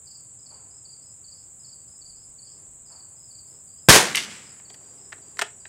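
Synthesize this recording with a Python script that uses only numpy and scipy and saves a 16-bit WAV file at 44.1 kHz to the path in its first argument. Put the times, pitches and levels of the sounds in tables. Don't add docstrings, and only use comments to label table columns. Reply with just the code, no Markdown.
import sys
import numpy as np
from scipy import signal
from scipy.fft import rfft, irfft
from scipy.io import wavfile

SR = 44100
rng = np.random.default_rng(int(sys.argv[2]) if len(sys.argv) > 2 else 0)


def wav_record(signal):
    frames = np.transpose(np.atleast_2d(signal))
    bounded = np.clip(frames, -1, 1)
    quanta = np.round(bounded * 32767).astype(np.int16)
    wavfile.write(sys.argv[1], SR, quanta)


N = 250488
T = np.arange(N) / SR
HZ = np.maximum(np.arange(N // 2 + 1) * SR / N, 1)


def undb(db):
    return 10 ** (np.asarray(db) / 20)


def unit(x):
    return x / np.sqrt(np.mean(x ** 2))


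def lookup(points, hz):
    f, value = np.transpose(points)
    return np.interp(np.log(hz), np.log(f), value)


def shape(x, response):
    return irfft(rfft(x) * response / np.sqrt(np.mean(np.abs(response) ** 2)), N)


def noise(spectrum):
    return shape(rng.standard_normal(N), undb(lookup(spectrum, HZ)))


def fade(start, t60):
    return (T >= start) * np.exp(-np.log(1000) * np.maximum(T - start, 0) / max(t60, 1e-3))


def swells(rows):
    return sum(undb(db) * np.cos(np.pi * np.clip((T - s) / length, -.5, .5)) for s, length, db in rows)


def bursts(rows):
    return rng.standard_normal(N) * np.sqrt(sum((undb(db) * fade(s, t60)) ** 2 for s, db, t60 in rows))


def ring(x, modes, top_hz):
    softness = 1 / (1 + 1j * np.sqrt(2) * HZ / top_hz - (HZ / top_hz) ** 2)
    resonance = sum(undb(db) / (1 + 1j * (HZ / hz - hz / HZ) * hz / width) for hz, width, db in modes)
    return shape(x, softness ** 2 * resonance)


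def diffuse(colour, decays, start, hold):
    spectrum, out = rfft(noise(colour)), 0
    octave = np.clip(np.log2(HZ), 6, 14)
    for k in range(6, 15):
        band = irfft(spectrum * np.maximum(1 - np.abs(octave - k), 0), N)
        decay = fade(start + hold, lookup(decays, 2. ** k))
        out = out + band * np.where(T < start + hold, T >= start, decay)
    return out


def reverberate(x, t60, wet_db, dull_hz):
    tail = rng.standard_normal(N) * fade(0, t60) * (1 - np.exp(-T / 0.0077))
    lowpass = signal.butter(2, dull_hz, fs=SR, output="sos")
    tail = signal.sosfilt(lowpass, tail / np.sqrt(np.sum(tail ** 2)))
    return x + undb(wet_db) * signal.fftconvolve(x, tail[:SR])[:N]


# f/Hz, relative level/dB
AIR_SPECTRUM = [(20, -13.5), (45, -10), (85, 1), (125, 1.5), (190, -8), (300, -11.5), (600, -14.5),
                (1100, -19), (2000, -26), (3500, -29.5), (6000, -29), (12000, -34.5), (15500, -35)]
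# centre t/s, duration/s, level/dB
BREEZE_PUFFS = [(2.17, .6, -62.5), (2.76, .36, -62)]
# t/s, level/dB
HISS_LEVELS = [(0, -82), (.6, -82), (1.5, -74), (2.5, -79), (3.5, -71.5), (4.7, -76), (5.68, -79)]
def air():
    breeze = noise([(10, -6), (30, 0), (50, -2), (90, -20), (300, -55), (1000, -90)])
    hiss = noise([(8000, -30), (10500, -0.5), (14000, 0), (15700, -2), (17000, -30)])
    hiss_gain = undb(np.interp(T, *np.transpose(HISS_LEVELS)))
    return undb(-60) * noise(AIR_SPECTRUM) + swells(BREEZE_PUFFS) * breeze + hiss_gain * hiss


# t/s, relative level/dB
FAR_REPORTS = [(0.499, -61.5), (2.89, -61.5)]
# f/Hz, relative level/dB
FAR_SPECTRUM = [(150, -19), (500, -3.5), (800, 1), (1100, -3), (1700, -12), (2800, -18.5), (5000, -43)]
def far_shots():
    swell = sum(undb(db) * fade(s, 0.95) * (1 - fade(s, 0.096)) for s, db in FAR_REPORTS)
    return undb(5.5) * swell * noise(FAR_SPECTRUM)


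# t/s, relative level/dB
CALLS = [(2.475, -70), (3.765, -72)]
def bird():
    calls = sum(undb(db) * fade(s, .35) * (1 - fade(s, 0.046)) for s, db in CALLS)
    return calls * noise([(2500, -30), (3000, 0), (3300, -1), (3800, -30)])


def trill():
    onset = np.clip((T - 4.72) / .1, 0, 1)
    return undb(-73) * onset * noise([(5300, -60), (5620, -7), (5750, 0), (5880, -19), (6200, -60)])


# first t/s, end t/s, rate/Hz, level/dB
TICK_RUN = (.015, .25, 32, -63)
def ticking():
    first, end, rate, db = TICK_RUN
    ticks = bursts((s, db, .04) for s in np.arange(first, end, 1 / rate))
    return shape(ticks, undb(lookup([(10000, -30), (13000, -7), (15000, 0), (17000, -30)], HZ)))


def stridulate(bouts, hz, period, length, drop_hz, step_hz, swell_db, count):
    out = np.zeros(N + SR)
    u = np.arange(int(length * SR)) / (length * SR)
    envelope = np.sin(np.pi * u ** 0.79) ** 2
    spread_db = 1.44
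    chirps = [(s, db) for first, end, spacing, db in bouts
              for s in np.arange(first, min(end, N / SR), spacing)]
    for s, db in chirps:
        for k, (detune, size, phase) in enumerate(rng.standard_normal((count, 3))):
            pitch = hz * (1 + 0.0044 * detune) + step_hz * np.sqrt(k) * (1 - u) - drop_hz * (u + u ** 3) / 2
            note = envelope * np.sin(2 * np.pi * (phase + np.cumsum(pitch) / SR))
            gain = undb(db + spread_db * size + swell_db * (k - (count - 1) / 2))
            at = int((s + k * period) * SR)
            out[at:at + len(u)] += gain * note
    return out[:N]


# f/Hz, relative level/dB
WING_SPECTRUM = [(5900, -50), (6250, -31.5), (6600, -15), (6900, -6), (7200, 0), (7900, 1), (8150, -2),
                 (8330, -1), (8550, -16.5), (8750, -20.5), (9400, -21.5), (10200, -34), (11500, -44.5)]
# stroke rate/Hz, relative level/dB
KATYDID_SINGERS = [(50.2, -52), (79.7, -52), (66.8, -53.5)]
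# first t/s, end t/s, spacing/s, level/dB
BUZZES = [(.03, 1.43, .216, -58), (1.554, 2.63, 0.17, -56.5), (2.714, 3.92, .186, -56.5),
          (4.527, 5.65, .205, -57.5)]
def katydids():
    chorus = 0
    for rate, db in KATYDID_SINGERS:
        drift = .012 * noise([(1, -1), (4, -10), (30, -80), (100, -140)])
        stroke = np.cumsum(rate * (1 + drift)) / SR % 1
        tooth_hz = 8450 - 1950 * stroke + 220 * noise([(20, 0), (600, -3), (3000, -40.5)])
        scrape = np.sin(np.pi * stroke) * np.sin(2 * np.pi * np.cumsum(tooth_hz) / SR)
        direct = unit(shape(scrape, undb(lookup(WING_SPECTRUM, HZ) / 2)))
        scattered = noise(WING_SPECTRUM)
        chorus = chorus + undb(db) * (undb(-5.5) * direct + undb(-0.5) * scattered)
    buzz = stridulate(BUZZES, hz=9734, period=0.0065, length=0.006,
                      drop_hz=620, step_hz=14, swell_db=0.05, count=8)
    return chorus + reverberate(buzz, t60=0.32, wet_db=-7.5, dull_hz=14000)


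# first t/s, end t/s, spacing/s, relative level/dB
NEAR_CRICKET = [(.067, 1.4, .39, -46), (1.641, 2.55, 0.37, -46), (2.914, 3.5, .388, -47),
                (4.648, 4.85, .39, -48.5)]
HIGH_CRICKET = [(.068, 1.15, .317, -52.5), (1.309, 2.6, .283, -53), (2.853, 3.9, .308, -52.8),
                (4.425, 5.2, .547, -52)]
FAR_CRICKET = [(.04, 3.85, .402, -58), (4.43, 5.75, .385, -58.5)]
def crickets():
    near = stridulate(NEAR_CRICKET, hz=4754, period=.040, length=.026,
                      drop_hz=696, step_hz=150.6, swell_db=0.5, count=3)
    high = stridulate(HIGH_CRICKET, hz=5170, period=.035, length=.026,
                      drop_hz=520, step_hz=110, swell_db=1.4, count=3)
    far = stridulate(FAR_CRICKET, hz=4970, period=.044, length=.038,
                     drop_hz=750, step_hz=120, swell_db=-1.5, count=3)
    return (reverberate(near, t60=.53, wet_db=-6.5, dull_hz=12010)
            + undb(-1) * reverberate(high, t60=.35, wet_db=-3, dull_hz=11990)
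            + undb(-11) * reverberate(far, t60=.35, wet_db=13, dull_hz=12000))


# centre t/s, duration/s, level/dB
SLEEVE_SLIDES = [(2.62, 0.25, -65), (3.54, 0.18, -64.5), (4.85, 0.51, -59), (5.35, .9, -59.5)]
# f/Hz, relative level/dB
CLOTH_SPECTRUM = [(80, -13.5), (200, -2), (300, -2.5), (400, 4), (520, -3), (750, -5.5), (1500, -12.5),
                  (3500, -19), (9000, -32)]
def sleeve():
    return swells(SLEEVE_SLIDES) * noise(CLOTH_SPECTRUM)


# t/s, level/dB, then relative to it touch/dB, stock thump/dB, steel ring/dB
BOLT_STROKES = [(4.598, -47.5, -20, -14, -5), (4.701, -46, -17, 0, 1.5), (4.743, -49, -16, -12, 4.5),
                (5.1265, -32, -3.5, 0, -10), (5.181, -50.5, -20, -4, -12), (5.370, -43.5, -25, -2, -2),
                (5.3912, -18, -16, -11, -4), (5.4183, -14.5, -1, -2.5, -5.5), (5.6535, -37.5, -25, -7, -30)]
# f/Hz, bandwidth/Hz, relative level/dB
RECEIVER_MODES = [(1046, 120, -0.5), (1510, 330, 1.5), (1830, 300, 6.5), (2200, 340, -5), (2410, 160, -6),
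                  (2870, 360, -13), (3840, 284, -3)]
STOCK_MODES = [(405, 35, 2), (695, 63, 0), (778, 70, -5.5)]
STEEL_MODES = [(3270, 980, 0.5), (4900, 610, -5), (5940, 1000, -2), (7160, 400, 4.5), (8200, 150, 6.5),
               (10800, 3000, -22)]
def bolt():
    touch_lead_s, stock_lag_s = .0043, .0022
    touch_t60, stop_t60, stock_t60 = .011, .031, .025
    contacts = [(s, db, stop_t60, steel) for s, db, _, _, steel in BOLT_STROKES]
    contacts += [(s - touch_lead_s, db + touch, touch_t60, steel) for s, db, touch, _, steel in BOLT_STROKES]
    blows = [(s + stock_lag_s, db + stock, stock_t60) for s, db, _, stock, _ in BOLT_STROKES]
    body = ring(bursts((s, db, t60) for s, db, t60, _ in contacts), RECEIVER_MODES, top_hz=4970)
    thump = ring(bursts(blows), STOCK_MODES, top_hz=2060)
    bright = ring(bursts((s, db + steel, t60) for s, db, t60, steel in contacts), STEEL_MODES, top_hz=11200)
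    knocks = signal.sosfilt(signal.butter(2, 250, "high", fs=SR, output="sos"), body + thump + bright)
    return reverberate(knocks, t60=0.21, wet_db=-13, dull_hz=7300)


def woods():
    swell = fade(4.29, 0.64) * (1 - fade(4.29, 0.067))
    spectrum = [(150, -13), (500, -10), (1000, -18), (1900, -1), (2900, 1.5),
                (3700, -4), (5500, -4), (9000, -8.5), (13000, -30)]
    return undb(-39.5) * swell * noise(spectrum)


# t/s, T60/s, woody knock level/dB, sharp edge level/dB
ECHOES = [(4.1486, 0.057, -18.5, -28), (4.1568, 0.009, -16.5, -15), (4.1700, 0.014, -19.5, -19),
          (4.1760, 0.052, -17.5, -26), (4.2340, 0.09, -34, -37.5)]
# f/Hz, bandwidth/Hz, relative level/dB
BOARD_MODES = [(2220, 670, 1.5), (2860, 630, 2)]
# f/Hz, relative level/dB
EDGE_SPECTRUM = [(200, -20), (900, -17), (2500, -11), (4500, 0), (8000, -3), (10500, -8), (13000, -19),
                 (15500, -27)]
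def targets():
    knock = ring(bursts((s, db, t60) for s, t60, db, _ in ECHOES), BOARD_MODES, top_hz=4970)
    strays_per_s, fall_db_per_s, spread_db = 170, 170, 4
    jitter, size = rng.random((16, 2)).T
    ages = (np.arange(len(jitter)) + jitter) / strays_per_s
    levels = -23.5 - fall_db_per_s * ages + spread_db * (size - .5)
    strays = [(ECHOES[0][0] + .011 + age, db, .018) for age, db in zip(ages, levels)]
    cracks = bursts([(s, db, t60) for s, t60, _, db in ECHOES] + strays)
    edge = shape(cracks, undb(lookup(EDGE_SPECTRUM, HZ)))
    start, t60, _, db = min(ECHOES, key=lambda row: row[1])
    treble = undb(lookup([(3000, -25), (8000, 2), (11000, 3), (15500, -12)], HZ))
    snap = shape(bursts([(start, db - 3, t60)]), treble)
    return reverberate(knock + edge + snap, t60=0.24, wet_db=-5, dull_hz=8000)


# t/s, level/dB, overpressure duration/s
BLAST_WAVES = [(3.887, 11, 0.0011), (3.8928, 11, 0.0019)]
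# f/Hz, relative level/dB
SHELTER_SPECTRUM = [(30, -16.5), (70, -6.5), (130, -2), (240, -5), (380, 1), (600, -2.5), (1000, 0.5),
                    (1330, -2), (1570, 1.5), (2600, -3.5), (5000, -4), (8500, -5.5), (10500, -11),
                    (16000, -22.5)]
TREE_SPECTRUM = [(40, -16.5), (100, -8.5), (180, 4.5), (400, -3), (900, -5), (1900, 3), (3000, -1),
                 (5000, -3), (8500, -9), (11000, -17), (15000, -28.5)]
# f/Hz, T60/s
SHELTER_DECAY = [(50, 0.067), (150, 0.2), (400, 0.41), (1500, 0.3), (5000, 0.29), (9000, 0.3),
                 (15000, 0.17)]
TREE_DECAY = [(100, 1.8), (300, 1.15), (1000, 1.22), (2200, 1), (5000, 0.54), (9000, 1.03), (15000, 0.5)]
def shot():
    fire_s = BLAST_WAVES[0][0]
    out = undb(-17.5) * noise(SHELTER_SPECTRUM) * fade(fire_s - .0015, .02)
    for start, db, length in BLAST_WAVES:
        age = np.maximum(T - start, 0) / length
        wave = (T >= start) * (1 - age) * np.exp(-age)
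        gas = undb(-6) * noise(SHELTER_SPECTRUM) * fade(start, 0.015)
        out = out + undb(db) * (wave + gas)
    clumps = undb(noise([(10, -10), (40, 1.5), (150, -3), (500, -26), (2000, -69.5)]))
    shelter = diffuse(SHELTER_SPECTRUM, SHELTER_DECAY, fire_s + 0.0047, hold=0.068)
    first_bounces = noise(SHELTER_SPECTRUM) * fade(fire_s + 0.005, .15)
    trees = diffuse(TREE_SPECTRUM, TREE_DECAY, fire_s + .04, hold=0.12)
    return out + clumps * (undb(-8.5) * shelter + undb(-4) * first_bounces + undb(-29) * trees)


def scene():
    outdoors = crickets() + katydids() + trill() + ticking() + bird() + far_shots() + air()
    return (shot() + targets() + woods() + bolt() + sleeve() + outdoors)[None]


def record(dry):
    clipped = np.clip(dry, -.95, .95)
    highpass = signal.butter(2, 35, "high", fs=SR, output="sos")
    lowpass = signal.ellip(8, .2, 70, 15700, fs=SR, output="sos")
    return signal.sosfilt(lowpass, signal.sosfilt(highpass, clipped))


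dry = scene()
out = record(dry)
wav_record(out)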